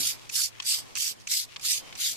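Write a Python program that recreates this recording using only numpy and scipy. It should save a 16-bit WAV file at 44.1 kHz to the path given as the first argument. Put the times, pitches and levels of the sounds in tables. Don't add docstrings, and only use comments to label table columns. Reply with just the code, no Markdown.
import sys
import numpy as np
from scipy import signal
from scipy.fft import rfft, irfft, next_fast_len
from scipy.io import wavfile
from scipy.ndimage import uniform_filter1d, map_coordinates

SR = 44100
rng = np.random.default_rng(int(sys.argv[2]) if len(sys.argv) > 2 else 0)


def undo_db(level):
    steps = np.asarray(level, float) / 20
    return 10 ** steps


def generate_wav(sig):
    pcm = np.round(np.clip(np.atleast_2d(sig).T, -1, 1) * 32767).astype(np.int16)
    wavfile.write(sys.argv[1], SR, pcm)


N = 95256
T = np.arange(N) / SR
SIDES = np.array([[.5], [-.5]])


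def unit(x):
    return x / np.sqrt(np.mean(x ** 2) + 1e-20)


def along(points, hz):
    f, value = np.transpose(points)
    return np.interp(np.log(hz + 1), np.log(f + 1), value)


def wobble(rate):
    knots = rng.standard_normal(N // 8)[:int(N * rate / SR) + 4]
    return map_coordinates(knots, [T * rate])


def filtered(x, response):
    size = next_fast_len(N + 8192)
    hz = np.fft.rfftfreq(size, 1 / SR)
    return irfft(rfft(x, size) * response(hz), size)[..., :N]


def ring(hz, width):
    return lambda f: 1j * f * width / (hz * hz - f * f + 1j * f * width)


def patchy(x, depth_db):
    z = signal.stft(x, nperseg=256)[2]
    field = uniform_filter1d(rng.standard_normal(z.shape), 3, -2)
    field = uniform_filter1d(field, 16, -1)
    return unit(signal.istft(z * undo_db(depth_db * unit(field)), nperseg=256)[1][..., :N])


def grains(per_s, spread_db, channels=2):
    size = (rng.random(N) < per_s / SR) * undo_db(spread_db * rng.standard_normal(N))
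    return unit(size * rng.standard_normal((channels, N)))


def swell(start, length):
    return np.sin(np.pi * np.clip((T - start) / length, 0, 1))


def echoed(x, t60_s):
    t = T[:2000]
    tail = rng.standard_normal((2, len(t))) * undo_db(-60 * t / t60_s)
    tail = tail / np.linalg.norm(tail, axis=1, keepdims=True)
    return signal.fftconvolve(x, tail, axes=1)[:, :N]


# t/s, jet level/dB
JETS = [
    [(0, -33), (.085, -28.5), (.115, -33.5), (.14, -45.5), (.158, -52)],
    [(.309, -49.5), (.344, -27), (.396, -25.5), (.454, -29), (.49, -45)],
    [(.638, -52), (.665, -31), (.71, -27), (.785, -34), (.835, -57.5)],
    [(.975, -34), (1.01, -29), (1.09, -31.5), (1.12, -40.5), (1.14, -57.5)],
    [(1.285, -45), (1.315, -27.5), (1.375, -28), (1.425, -36.5), (1.45, -45.5)],
    [(1.612, -51.5), (1.655, -29), (1.72, -28), (1.775, -34), (1.81, -50.5)],
    [(1.968, -52.5), (2.01, -32.5), (2.056, -29.5), (2.11, -33), (2.16, -50)],
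]
# left over right/dB, throaty part/dB, nozzle resonance/dB, top of the hiss/dB
STROKES = [(2, 2.5, -56, 10.5), (1.5, -8, -43, 6), (2.5, 2, -8, 8.5), (0.5, 1, -18, 8), (3.5, -1, -12, 7),
           (2, 4.5, -13, 8), (4.5, 4.5, -28.5, 9.3)]
# f/Hz, relative level per Hz/dB
HISS = [(2060, -23), (3500, -8.5), (4140, -9.5), (4570, -0.5), (8060, -4.5), (9300, -10), (13900, -14.5),
        (14900, -24), (15500, -95)]
THROAT = [(820, -75.5), (1400, -16.5), (1680, -18), (2120, -6), (4000, 2.5), (5200, -2.5), (8800, -120)]
THROAT_DB, THROAT_GROWS = -11.5, 0.88
TOP_GROWS, TOP_HZ = 0.052, 10240
NOZZLE_HZ, NOZZLE_WIDTH_HZ = 4900, 500
DROPS_PER_S, DROP_SPREAD_DB = 26000, 2.2
SPUTTER_DB, PATCHY_DB = 1.1, 3.5
SHARED_ANGLE, PATH_T60_S = .7, .008


def spray():
    drops = patchy(grains(DROPS_PER_S, DROP_SPREAD_DB, channels=3), PATCHY_DB)
    hiss = unit(filtered(drops, lambda f: undo_db(along(HISS, f))))
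    top = filtered(hiss, lambda f: 1 / (1 + (TOP_HZ / (f + 1)) ** 6))
    throat = unit(filtered(drops, lambda f: undo_db(along(THROAT, f))))
    nozzle = unit(filtered(drops, lambda f: ring(NOZZLE_HZ, NOZZLE_WIDTH_HZ)(f) ** 2))
    sputter = undo_db(SPUTTER_DB * wobble(150))
    out = np.zeros((2, N))
    for jet, (pan_db, throat_db, nozzle_db, top_db) in zip(JETS, STROKES):
        s, db = np.transpose(jet)
        s = np.r_[s[0] - .015, s, s[-1] + .02]
        db = np.r_[db[0] - 25, db, db[-1] - 25]
        level = np.interp(T, s, db, -150, -150)
        slack = level - db.max()
        top_gain = undo_db(top_db + TOP_GROWS * slack)
        jet_sound = hiss + (top_gain - 1) * top + undo_db(nozzle_db) * nozzle
        body = undo_db(THROAT_DB + throat_db + db.max() + THROAT_GROWS * slack) * throat
        left, right, both = sputter * (undo_db(level) * jet_sound + body)
        own = np.cos(SHARED_ANGLE) * np.array([left, right])
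        shared = np.sin(SHARED_ANGLE) * echoed([both, both], PATH_T60_S)
        out += undo_db(pan_db * SIDES) * (own + shared)
    return out


# f/Hz, relative level per Hz/dB
WASH = [(15, -2), (30, -6.5), (80, 2), (198, -1), (1140, -5.5), (1450, -10.5), (2300, -7.5), (3720, -11),
        (5580, -10.5), (13900, -24), (15500, -37)]
# f/Hz, left-right likeness (-1 to 1)
ALIKE = [(25, -0.57), (60, -0.99), (240, -0.7), (950, -0.3), (3770, -0.011), (15000, -0.18)]
WASH_DB, WASH_SWELL_DB = -53.5, 1.5
HUM_HZ, HUM_WIDTH_HZ, HUM_DB = 109.1, 29, -61
THUMP_DB, THUMP_S, THUMP_HZ = -43, .035, 150


def outdoors():
    def pair(colour):
        def response(f):
            angle = np.arccos(np.clip(along(ALIKE, f), -1, 1)) / 2
            return colour(f) * np.array([np.cos(angle), np.sin(angle)])
        return unit(filtered(patchy(rng.standard_normal((2, N)), 1.7), response))

    wash = undo_db(WASH_DB + WASH_SWELL_DB * wobble(3.7)) * pair(lambda f: undo_db(along(WASH, f)))
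    hum = undo_db(HUM_DB + 2.7 * wobble(6)) * pair(lambda f: ring(HUM_HZ, HUM_WIDTH_HZ)(f) ** 2)
    thump = pair(lambda f: ring(THUMP_HZ, 2 * THUMP_HZ)(f) ** 2)
    thump = undo_db(THUMP_DB) * np.exp(-T / THUMP_S) * thump
    mid, side = wash + hum + thump
    return np.array([mid + side, mid - side])


# start t/s, length t/s, level before the swell/dB, centre f/Hz
REFILLS = [(0.14, 0.16, -54.5, 3400), (0.477, 0.32, -52.5, 2400), (0.842, 0.091, -53.5, 2800),
           (1.197, 0.03, -53, 4440), (1.479, 0.082, -50.5, 2870), (1.84, 0.089, -51, 2610)]
REFILL_WIDTH = 1.1
REFILL_BUBBLES_PER_S, REFILL_SPREAD_DB = 3500, 5


def refill():
    bubbles = grains(REFILL_BUBBLES_PER_S, REFILL_SPREAD_DB)
    out = np.zeros((2, N))
    for start, length, db, hz in REFILLS:
        gurgle = unit(filtered(bubbles, lambda f: ring(hz, REFILL_WIDTH * hz)(f) ** 2))
        out += undo_db(db) * swell(start, length) * gurgle
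    return out


LOW_CUT_HZ = 1150


def bursts(events, life_s, rings, top_hz):
    t = T[:1500]
    drive = np.zeros((2, 2, N + SR))
    noises = rng.standard_normal((len(events), 2, len(t)))
    for (s, db, low_db), noise in zip(events, noises):
        burst = undo_db(db) * np.exp(-t / life_s) * noise / np.abs(noise[:, :40]).max()
        start = round(s * SR)
        drive[:, :, start:start + len(t)] += [undo_db(low_db) * burst, burst]

    def edges(f):
        return (1 + 1j * f / top_hz) ** -6 * (1 - 1j * LOW_CUT_HZ / 2 / (f + 1)) ** -4

    def rung(x, hz, width, db):
        return filtered(x, lambda f: undo_db(db) * ring(hz, width)(f) * edges(f))

    lowest = rung(drive[0, :, :N], *rings[0])
    return lowest + sum(rung(drive[1, :, :N], *r) for r in rings[1:])


# t/s, peak level ahead of the rings/dB, share of the lowest ring/dB
SPITS = [(.293, -20.5, 15), (.2975, -16.5, 18.5), (.623, -19.5, 14), (.628, -22, 2), (.9535, -12.5, 7),
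         (.958, -22, 29), (.963, -12, -16), (.970, -15.5, 23.5), (.975, -18, 19), (1.2, -32, 9),
         (1.22, -51, 0), (1.271, -22, 23), (1.274, -16.5, 22), (1.546, -38, -11), (1.596, -27, 24),
         (1.953, -23, -13), (1.957, -27.5, 26)]
# f/Hz, width f/Hz, level/dB
SPIT_RINGS = [(2580, 660, -13.5), (5200, 2600, 2.5), (5960, 1070, 1.5), (8500, 600, -5)]
SPIT_S, SPIT_TOP_HZ = 0.004, 13500


def valve():
    return bursts(SPITS, SPIT_S, SPIT_RINGS, SPIT_TOP_HZ)


# t/s, peak level ahead of the rings/dB, share of the lowest ring/dB
KNOCKS = [(.5995, -21, -1), (.6013, -16, -9.5), (.6045, -25, -2), (1.561, -21, -26), (1.565, -18.5, -7),
          (1.9255, -25, -18), (1.9275, -23, -17)]
# f/Hz, width f/Hz, level/dB
KNOCK_RINGS = [(985, 290, 13), (2400, 1700, 0), (3310, 1380, 9.5), (5160, 1400, -26)]
KNOCK_S, KNOCK_TOP_HZ = 0.0028, 9750


def trigger():
    return bursts(KNOCKS, KNOCK_S, KNOCK_RINGS, KNOCK_TOP_HZ)


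# start t/s, length t/s, from f/Hz, to f/Hz, level before the swell/dB
CHIRPS = [(1.165, .04, 3150, 3100, -59), (1.75, .23, 3200, 3000, -56)]


def chirps():
    out = np.zeros(N)
    for start, length, from_hz, to_hz, db in CHIRPS:
        hz = np.interp(T, [start, start + length], [from_hz, to_hz]) + 30 * wobble(80)
        tone = np.sin(2 * np.pi * np.cumsum(hz) / SR)
        out += undo_db(db + 2.5 * wobble(60)) * swell(start, length) * tone
    return out


# f/Hz, left over right level/dB
MICS = [(1000, 27), (1700, 8), (2800, 7), (4800, -3.5), (6000, -10), (8000, -7.5), (10000, -1.1),
        (14000, -5)]
WHEEL_T60_S, WHEEL_DB = .018, -8


def scene():
    clicks = trigger() + valve()
    answer = undo_db(WHEEL_DB) * echoed(clicks, WHEEL_T60_S)
    near = spray() + clicks + answer + refill()

    def microphones(f):
        return undo_db(along(MICS, f) * SIDES) / (1 + (LOW_CUT_HZ / (f + 1)) ** 6)

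    return filtered(near, microphones) + chirps() + outdoors()


STARVE_DB, STARVE_DEPTH_DB = -10, -40
STARVE_LOW_HZ, STARVE_HIGH_HZ = 60, 1600


def starved(x):
    hz, _, z = signal.stft(x, SR, nperseg=2048)
    power = np.abs(z) ** 2
    weak = power.mean(0) < undo_db(2 * STARVE_DB) * power.mean((0, 1))
    low = (hz[:, None] < STARVE_HIGH_HZ) & (hz[:, None] > STARVE_LOW_HZ)
    gain = np.where(weak & low, undo_db(STARVE_DEPTH_DB), 1)
    return signal.istft(z * gain, SR, nperseg=2048)[1][:, :N]


def top_cut(x):
    return signal.sosfilt(signal.butter(12, 15840, fs=SR, output="sos"), x)


def record(dry):
    mix = starved(dry)
    return top_cut(mix)


dry = scene()
out = record(dry)
generate_wav(out)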